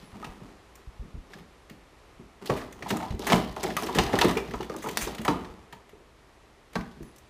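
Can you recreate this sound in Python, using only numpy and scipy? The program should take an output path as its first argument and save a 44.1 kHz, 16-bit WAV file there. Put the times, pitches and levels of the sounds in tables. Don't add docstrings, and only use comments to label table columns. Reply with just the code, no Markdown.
import sys
import numpy as np
from scipy import signal
from scipy.fft import rfft, irfft
from scipy.io import wavfile
from scipy.ndimage import uniform_filter1d

SR = 44100
rng = np.random.default_rng(int(sys.argv[2]) if len(sys.argv) > 2 else 0)


def store_wav(level_fs):
    pcm = np.round(np.clip(np.atleast_2d(level_fs), -1, 1) * 32767)
    wavfile.write(sys.argv[1], SR, pcm.T.astype(np.int16))


def voltage_ratio(decibels):
    exponent = np.asarray(decibels, float) / 20
    return 10 ** exponent


N = 321644


def unit(x):
    return x / np.sqrt(np.mean(x ** 2))


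def colour(x, points):
    hz, db = np.transpose(points)
    f = np.maximum(np.fft.rfftfreq(len(x), 1 / SR), 1)
    return irfft(rfft(x) * voltage_ratio(np.interp(np.log(f), np.log(hz), db)), len(x))


def band_limit(x, order, hz, kind):
    return signal.sosfilt(signal.butter(order, hz, kind, fs=SR, output="sos"), x)


def resonate(x, peaks):
    return sum(voltage_ratio(db) * signal.lfilter(*signal.iirpeak(hz, hz / width, fs=SR), x)
               for hz, width, db in peaks)


def level_curve(spans):
    t, level = np.arange(N) / SR, np.full(N, -110.0)
    for rows in map(np.array, spans):
        inside = (t >= rows[0, 0]) & (t <= rows[-1, 0])
        level[inside] = np.interp(t[inside], rows[:, 0], rows[:, 1])
    return uniform_filter1d(level, size=441)


def walk(rate):
    k = int(SR / rate)
    held = np.repeat(rng.standard_normal(N // k + 1), k)
    return unit(uniform_filter1d(held, k)[:N])


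def grains(per_s, spread_db):
    clicks = (rng.random(N) < per_s / SR) * rng.standard_normal(N)
    return unit(clicks * voltage_ratio(spread_db * np.minimum(rng.exponential(size=N), 2)))


def ring(hz, db, t60, chatter, contact_ms, rise_ms):
    t = np.arange(int(SR * np.clip(np.max(t60), .005, .4))) / SR
    decay = np.exp(-np.log(1000) * np.outer(1 / t60, t))
    modes = voltage_ratio(db) @ (np.sin(2 * np.pi * np.outer(hz, t)) * decay)
    ms = np.arange(1, len(chatter) + 1) * 1000 / SR
    push = chatter * np.exp(-ms / max(contact_ms, .05)) * (1 - np.exp(-ms / max(rise_ms, .02)))
    out = signal.fftconvolve(modes, push)
    return out / np.abs(out).max()


def add(out, s, x):
    i = int(max(s, 0) * SR)
    out[i:i + len(x)] += x[:N - i]


def away_from(s, times):
    return np.min(np.abs(s - np.array(times))) * 200 > 1


# (frequency [Hz], level [dB per Hz])
KITCHEN_NOISE = [(20, -2.5), (54, -1), (103, -11), (230, -14.5), (398, -11), (507, -14), (1700, -18),
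                 (16000, -41.5)]
# (time [s], level [dB])
FAN_TURNS = [(0, 3.5), (0.45, 2), (1.2, 1.5), (2.4, 1), (5.8, 0), (6.6, 0), (7.29, 2)]
# (frequency [Hz], level [dB])
MAINS_HUM = [(59.2, -84)]


def kitchen():
    t = np.arange(N) / SR
    air = unit(colour(rng.standard_normal(N), KITCHEN_NOISE))
    air = air * voltage_ratio(-56 + np.interp(t, *np.transpose(FAN_TURNS)) + 0.22 * walk(3.54))
    hum = sum(voltage_ratio(db + 1 + 3.3 * walk(8.2)) * np.sin(2 * np.pi * hz * t) for hz, db in MAINS_HUM)
    return air + hum


# (frequency [Hz], decay time t60 [s], level [dB])
KITCHEN_ECHO = [(102, 1, 1), (200, 0.34, 2.5), (450, 0.5, 1), (1220, 0.57, -2), (5500, 0.24, -1),
                (12900, 0.26, 1.5)]


def echo(x):
    echo_db, gap_s = -6.5, 0.014
    t, tail = np.arange(SR) / SR, 0
    hz, t60s, levels = np.transpose(KITCHEN_ECHO)
    for f in 45 * 2 ** np.arange(9):
        t60 = np.interp(np.log(f), np.log(hz), t60s)
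        db = np.interp(np.log(f), np.log(hz), levels)
        octave = band_limit(rng.standard_normal(SR), 2, [f / 2 ** .5, f * 2 ** .5], "band")
        tail = tail + octave * voltage_ratio(db - 60 * t / t60) / np.sqrt(t60)
    tail = tail * np.clip(t / gap_s, 0, 1) ** 2
    return signal.fftconvolve(x, tail / np.sqrt(np.sum(tail ** 2)))[:N] * voltage_ratio(echo_db)


# (time [s], length [s], level [dB], frequency [Hz])
SQUEAKS = [
    (0.0, 0.14, -69, 10600),
    (0.267, 0.03, -70, 10600),
    (0.3, 0.071, -72, 9200),
    (7.01, 0.13, -68, 10800),
    (7.03, 0.1, -78, 6020),
]


def squeaks():
    out = np.zeros(N)
    for (s, length, db, hz), g in zip(SQUEAKS, rng.standard_normal((len(SQUEAKS), 9000))):
        k = min(int(length * SR), len(g))
        tone = unit(resonate(g, [(hz, 97, 0)]))[:k]
        add(out, s, voltage_ratio(db) * tone * np.hanning(k) ** .5)
    return out


# (time [s], peak [dB], frequency [Hz])
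DOOR_THUDS = [(0.129, -39.5, 109), (0.29, -35, 43.1), (0.872, -30.5, 61), (0.994, -27.5, 61.4),
              (1.012, -33, 37.7), (1.141, -29.5, 74.5), (1.175, -28, 37), (2.619, -38, 67.3),
              (3.105, -22.5, 117), (3.136, -22, 82.4), (3.358, -26, 61.9), (3.5, -38, 70.4),
              (3.989, -23, 57.4), (4.049, -32, 61.9), (4.55, -33, 56.5), (5.027, -27, 54),
              (5.499, -35.5, 64), (6.783, -31, 57), (7.018, -38, 52)]


def thuds():
    out = np.zeros(N)
    for (s, db, hz), g in zip(DOOR_THUDS, rng.standard_normal((len(DOOR_THUDS), 900))):
        modes, mode_db = hz * np.array([1, .7, 1.9]), np.array([0, -7, -6])
        add(out, s, voltage_ratio(db) * ring(modes, mode_db, np.full(3, 0.11), 1 + 0.33 * g, 1.76, 2.7))
    return out


SUDDEN = [2.824, 3.195, 3.267, 3.329, 3.358, 3.564, 3.632, 3.767, 3.823, 3.948, 3.986, 4.092, 4.188, 4.537,
          4.606, 4.697, 4.764, 4.972, 5.280, 6.755]


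def blows(events, body, t60, floor_hz):
    out, body = np.zeros(N), np.repeat(body, repeats=4, axis=0)
    k = len(body)
    for (s, db, hz, ms), g in zip(events, rng.standard_normal((len(events), 4000))):
        modes = np.append(hz, body[:, 0] + 0.622 * body[:, 1] * g[-k:])
        distance = np.abs(np.log2(body[:, 0] / hz))
        mode_db = np.append(2.5, body[:, 2] + 1.1 * g[-2 * k:-k] - 12.6 * distance)
        rise_ms = 0.12 * ms * away_from(s, SUDDEN)
        add(out, s, voltage_ratio(db) * ring(modes, mode_db, np.full(k + 1, t60), g, ms, rise_ms))
    return band_limit(out, 3, floor_hz, "high")


# (time [s], peak [dB], strongest ring [Hz], contact [ms])
BOTTLE_KNOCKS = [(0.027, -39, 200, 3.3), (0.14, -39, 174, 31), (0.265, -35.5, 157, 17),
                 (0.412, -36, 165, 16), (1.008, -39.5, 148, 74), (1.144, -37, 140, 18),
                 (1.348, -38.5, 182, 31), (1.708, -37, 152, 4.6), (2.195, -34, 224, 5.7),
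                 (2.428, -42, 260, 8.7), (2.493, -17, 280, 21), (2.677, -43, 360, 6.3),
                 (2.828, -31.5, 200, 50), (2.904, -18, 222, 35), (3.105, -30, 147, 15),
                 (3.139, -30, 144, 7.3), (3.195, -27, 425, 14), (3.296, -19, 397, 45),
                 (3.333, -8.5, 206, 5.2), (3.505, -47, 199, 6.8), (3.565, -31.5, 404, 40),
                 (3.634, -22, 312, 43), (3.823, -24.5, 367, 270), (3.955, -17, 298, 11),
                 (3.972, -15, 222, 8), (3.987, -16, 386, 13.4)]
# (time [s], peak [dB], strongest ring [Hz], contact [ms])
CAN_KNOCKS = [(4.134, -12.5, 404, 8.1), (4.242, -14.5, 367, 10.2), (4.249, -13.5, 364, 8.3),
              (4.288, -36, 450, 9.2), (4.365, -19.5, 420, 7.3), (4.482, -28.5, 237, 24),
              (4.534, -24, 255, 6.5), (4.602, -24.5, 358, 20), (4.698, -26.5, 437, 7.2),
              (4.745, -31, 340, 25), (4.84, -30.5, 357, 31), (4.862, -26, 420, 16), (4.971, -33, 238, 30),
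              (5.07, -25.5, 423, 5.5), (5.122, -32, 196, 11), (5.191, -25.5, 190, 8.7),
              (5.281, -21.5, 496, 17), (5.281, -17.5, 298, 26), (5.728, -40, 188, 17),
              (5.926, -43, 407, 4.9), (5.998, -47.5, 410, 9.2), (6.754, -22, 180, 14.3),
              (6.964, -42, 161, 15), (7.004, -29.5, 145, 8.5)]
# (frequency [Hz], width [Hz], level [dB])
SHELF = [(210.7, 37.5, -0.5), (280, 125, -2.5), (380.6, 44, 1), (516, 35, -50)]


def knocks():
    return blows(list(BOTTLE_KNOCKS) + list(CAN_KNOCKS), SHELF, t60=0.11, floor_hz=131)


# (frequency [Hz], width [Hz], level [dB])
CABINET = [(59, 2.5, 8), (95.5, 8.1, -3)]


def cabinet_boom(shelf_knocks):
    return voltage_ratio(0.5) * resonate(np.abs(shelf_knocks), CABINET)


# (time [s], peak [dB], strongest ring [Hz])
BOTTLE_RAPS = [(0.14, -40, 900), (0.157, -45, 760), (0.226, -30.5, 1270), (0.27, -42, 910),
               (0.31, -51, 990), (0.435, -49, 720), (2.497, -17.5, 1130), (2.619, -30, 780),
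               (2.824, -34, 762), (2.86, -25, 720), (2.905, -19, 686), (2.935, -21.5, 804),
               (2.961, -24.5, 704), (3.001, -24, 790), (3.024, -23.5, 710), (3.196, -36, 820),
               (3.222, -29, 775), (3.272, -22, 770), (3.289, -22, 790), (3.322, -11, 700),
               (3.404, -43, 807), (3.449, -56, 820), (3.566, -24, 775), (3.593, -35, 716),
               (3.638, -20, 805), (3.683, -26.5, 750), (3.769, -21.5, 1220), (3.824, -25, 1190),
               (3.887, -20.5, 960), (3.955, -26, 634), (3.976, -19, 820), (3.987, -11.5, 1000)]
# (time [s], peak [dB], strongest ring [Hz])
CAN_RAPS = [(4.092, -22.5, 767), (4.135, -13.5, 895), (4.163, -19.5, 770), (4.213, -12, 930),
            (4.245, -18, 1245), (4.29, -16.5, 1130), (4.372, -22.5, 1280), (4.538, -22, 984),
            (4.606, -25, 800), (4.697, -29.5, 1220), (4.738, -29.5, 1040), (4.841, -28, 960),
            (4.86, -23, 880), (5.073, -24.5, 754), (5.253, -21.5, 990), (5.28, -11.5, 1096),
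            (5.728, -36, 910), (6.755, -24, 840), (6.756, -22.5, 1560), (6.79, -35, 1430)]
# (frequency [Hz], width [Hz], level [dB])
BOTTLE_WALLS = [(721, 200, 6), (830, 157, 0.5), (1075, 183, -1.5), (1220, 34, -9.5), (1540, 408, -19)]


def raps():
    events = [(s, db, hz, 12.6 + 0.09 * db) for s, db, hz in list(BOTTLE_RAPS) + list(CAN_RAPS)]
    return blows(events, BOTTLE_WALLS, t60=0.067, floor_hz=787)


def rattle():
    rattle_db, t60 = -19, 0.15
    power, t = np.zeros(N), np.arange(SR // 2) / SR
    for s, db, _ in list(BOTTLE_RAPS) + list(CAN_RAPS):
        add(power, s, voltage_ratio(2 * (db + rattle_db - 60 * t / t60)))
    return np.sqrt(power)


# (time [s], level [dB])
SLIDE_EFFORT = [
    [(0.0, -62), (0.12, -59.5), (0.268, -48), (0.45, -58), (0.7, -70)],
    [(1.25, -60.5), (1.368, -51), (1.5, -86)],
    [(2.41, -44), (2.79, -54.5), (3.18, -53), (3.33, -27.5), (3.52, -55.5), (4.15, -36.5), (4.65, -54.5),
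     (5.33, -45), (5.8, -64.5)],
]


def slide():
    effort_db = curve_db = level_curve(SLIDE_EFFORT)
    slip = grains(900, 1.0) * voltage_ratio(2 * walk(25.06))
    shelf = unit(resonate(slip, SHELF)) * voltage_ratio(effort_db - 1.0)
    walls = unit(resonate(slip, BOTTLE_WALLS)) * (voltage_ratio(curve_db - 8.5) + rattle())
    return shelf + walls


# (time [s], length [s], level [dB], fade [dB])
GRIPS = [(0.0, 0.17, -58, 29), (1.297, 0.12, -59.5, 4), (2.459, 0.25, -45.5, 18), (2.821, 0.31, -55, 0),
         (3.189, 0.44, -44.5, 16), (3.583, 1, -50, 1), (4.495, 0.29, -56, 12), (4.753, 0.39, -52, -1),
         (5.14, 0.16, -79, 11), (6.742, 0.29, -54.5, 21), (0.24, 0.12, -68, 10), (4.97, 0.2, -43, 14),
         (5.245, .2, -58, 23), (4.2, .25, -49, 14)]
# (frequency [Hz], level [dB])
FILM_TONE = [(900, -31), (1500, 3), (2000, -7), (3200, 7), (5000, 2.5), (8000, -10), (13000, -9.5),
             (15500, -28)]


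def film():
    burst = np.exp(-np.arange(900) / 99.0)
    flash = signal.fftconvolve(np.abs(grains(600, 7.5)) * voltage_ratio(2 * walk(36)), burst)[:N]
    rub = (unit(flash) + 0.26) * rng.standard_normal(N)
    spans = [[(s, db), (s + length, db - fade)] for s, length, db, fade in GRIPS]
    return unit(colour(rub, FILM_TONE)) * voltage_ratio(level_curve(spans))


# (time [s], peak [dB], strongest ring [Hz], top 6-14 kHz relative level [dB])
TICKS = [(0.0294, -54, 1840, 2), (0.153, -50, 1870, -20), (0.2434, -29.5, 2670, -19),
         (0.7536, -50.5, 2460, 11), (1.3338, -32, 1720, -30), (1.385, -46, 1880, -7),
         (1.6966, -34, 1760, -7), (2.724, -40, 2410, 1), (2.9674, -32, 1960, 5.5), (4.555, -50, 2260, 10),
         (5.7255, -33, 1870, -13), (5.8915, -43.5, 1900, -5), (6.731, -39, 2400, -4),
         (6.7548, -20, 1670, -20), (6.8087, -33.5, 2010, -21), (7.028, -45, 1860, 6.5),
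         (7.165, -58, 4000, 2), (7.1823, -51.5, 4480, 12)]
BOTTLE_CRACKS = [(2.4577, -30.5, 4200, 0), (2.498, -22, 1830, -17), (2.5615, -28.5, 1760, -6.5),
                 (2.6128, -32, 1990, -30), (2.8238, -26, 1910, -30), (2.883, -28, 3770, 0),
                 (2.9032, -16.5, 2840, -6), (3.0254, -32, 1830, -23), (3.1049, -33.5, 3980, -15),
                 (3.194, -27.5, 5860, 3.5), (3.223, -48, 1770, -15), (3.268, -18.5, 1900, 0),
                 (3.2996, -12.5, 2940, -29), (3.3287, -9.5, 2900, -32), (3.3578, -23, 1950, 2),
                 (3.4446, -32, 2470, -15), (3.5638, -27, 2030, -5.5), (3.621, -36, 2860, -12),
                 (3.637, -22.5, 2280, 3.5), (3.665, -27, 2190, -27), (3.7025, -27, 1800, -23),
                 (3.7533, -52, 2000, -15), (3.7669, -14.5, 2350, -3.5), (3.7975, -34, 2350, -4),
                 (3.8226, -28.5, 1970, 1.5), (3.867, -25.5, 3120, -12), (3.8904, -47, 2870, -25),
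                 (3.9483, -19.5, 1910, -3.5), (3.9858, -7.5, 3600, -19)]
CAN_CRACKS = [(4.1194, -36, 1880, -28), (4.1304, -18, 1790, -32), (4.154, -18, 3050, -17),
              (4.1883, -10.5, 1770, -7), (4.2125, -8.5, 2960, -17), (4.2444, -20, 1820, -1),
              (4.282, -20.5, 2870, -6), (4.309, -21.5, 1770, -5), (4.335, -43, 1880, -22),
              (4.3542, -30, 1800, -13), (4.3704, -18, 2415, -11), (4.483, -40, 2040, -10),
              (4.537, -30.5, 2850, -24), (4.6071, -31.5, 2850, -17), (4.627, -31.5, 2970, -7),
              (4.697, -30.5, 2870, -26), (4.7365, -37, 2080, -9), (4.764, -40.5, 2860, 10.5),
              (4.819, -34.5, 1720, 1.5), (4.8714, -39, 1790, 4), (4.8864, -25.5, 3160, -5),
              (4.953, -42, 4240, -11), (4.9724, -11, 4740, 1), (5.0081, -23, 2470, 2),
              (5.0724, -26, 5450, -24), (5.1475, -29.5, 3120, -3), (5.1815, -27.5, 3150, -12),
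              (5.2483, -18, 1750, -6.5), (5.28, -15, 2240, -25), (5.446, -34.5, 1960, -33)]
CRINKLES = [(0.1156, -47, 2530, -14), (3.1477, -41, 1790, -5), (3.2355, -42, 1780, -12),
            (3.4074, -34, 2900, -14), (3.5119, -39, 4200, -8), (3.5235, -41, 3000, -1),
            (3.6314, -26.5, 5500, 6), (3.6774, -31.5, 5000, 1.5), (3.8324, -24.5, 5440, -5),
            (3.8614, -40.5, 5000, 9), (3.9094, -44, 2260, -9), (3.9214, -37, 3500, -14),
            (3.9644, -27, 1880, -3), (4.0344, -26, 4500, -1), (4.0644, -27, 4000, -12),
            (4.2084, -18, 3000, -5), (4.2574, -28, 1940, -8), (4.2924, -20, 2980, -12),
            (4.5082, -31.5, 2040, -16), (4.6444, -37, 2980, -5), (4.7844, -39, 3890, 3),
            (4.8394, -40, 4000, 2), (4.9094, -42, 5000, 10), (4.9294, -38, 4200, 0),
            (5.2144, -33, 3000, -2), (5.5094, -52, 2760, -8), (7.16, -55, 5500, 10), (7.1884, -59, 4400, 8)]
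TEARS = [
    2.5615,
    2.883,
    3.268,
    3.948,
    4.819,
    5.008,
]


def cracks():
    out = np.zeros(N)
    events = list(TICKS) + list(BOTTLE_CRACKS) + list(CAN_CRACKS) + list(CRINKLES)
    places, draws = rng.random((len(events), 100)), rng.standard_normal((len(events), 2400))
    for (s, db, hz, top_db), u, g in zip(events, places, draws):
        chatter = g * np.abs(g)
        soft = away_from(s, SUDDEN)
        ms = 7.5 if away_from(s, TEARS) else 36
        mid = np.append(hz, 1750 * 3.45 ** ((np.arange(39) + u[:39]) / 39))
        mid_db = np.append(3.0, 1.8 * g[-39:] - 6.5 * np.abs(np.log2(mid[1:] / hz)))
        body = ring(mid, mid_db, np.full(40, .018), chatter, ms, 0.14 * soft * ms)
        add(out, s, voltage_ratio(db) * body)
        top = 6000 + 8800 * (np.arange(60) + u[40:]) / 60
        tilt_db = 1.9 * g[-99:-39] - 11.4 * np.log2(top / 6000)
        hiss = ring(top, tilt_db, np.full(60, .012), chatter, 0.41 * ms, 0.63 * soft * ms)
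        add(out, s, voltage_ratio(db + top_db) * hiss)
    return out


def scene():
    shelf_knocks = knocks()
    near = cracks() + shelf_knocks + raps() + slide() + film() + squeaks()
    scattered = near * np.tanh(2 * walk(260))
    mono = near + echo(scattered) + cabinet_boom(shelf_knocks) + thuds() + kitchen()
    return np.tile(mono, (2, 1))


def drop_quiet_top(x):
    f, _, z = signal.stft(x, SR, nperseg=1024)
    power = uniform_filter1d(uniform_filter1d(np.abs(z) ** 2, size=12, axis=0), size=2, axis=1)
    keep = (f[:, None] < 12800) | (power > voltage_ratio(2 * -97.5))
    return signal.istft(z * np.where(keep, 1, voltage_ratio(-32)), SR, nperseg=1024)[1][:N]


def roll_off(x):
    return signal.sosfilt(signal.butter(12, 16500, fs=SR, output="sos"), x)


# (frequency [Hz], level [dB])
HOUSING = [(1250, 1), (1550, -3.5), (1850, -0.5)]


def record(dry):
    mono = band_limit(colour(dry[0], HOUSING), 2, 35, "high")
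    mono = signal.sosfilt(signal.ellip(8, .2, 60, 15150, fs=SR, output="sos"), mono)
    mono = drop_quiet_top(mono)
    mismatch = [(100, -37), (300, -30), (550, -36), (4000, -31), (9000, -25.5)]
    trace = colour(mono, mismatch) * walk(60)
    return roll_off(mono + trace * np.array([[1], [-1]]))


dry = scene()
out = record(dry)
store_wav(out)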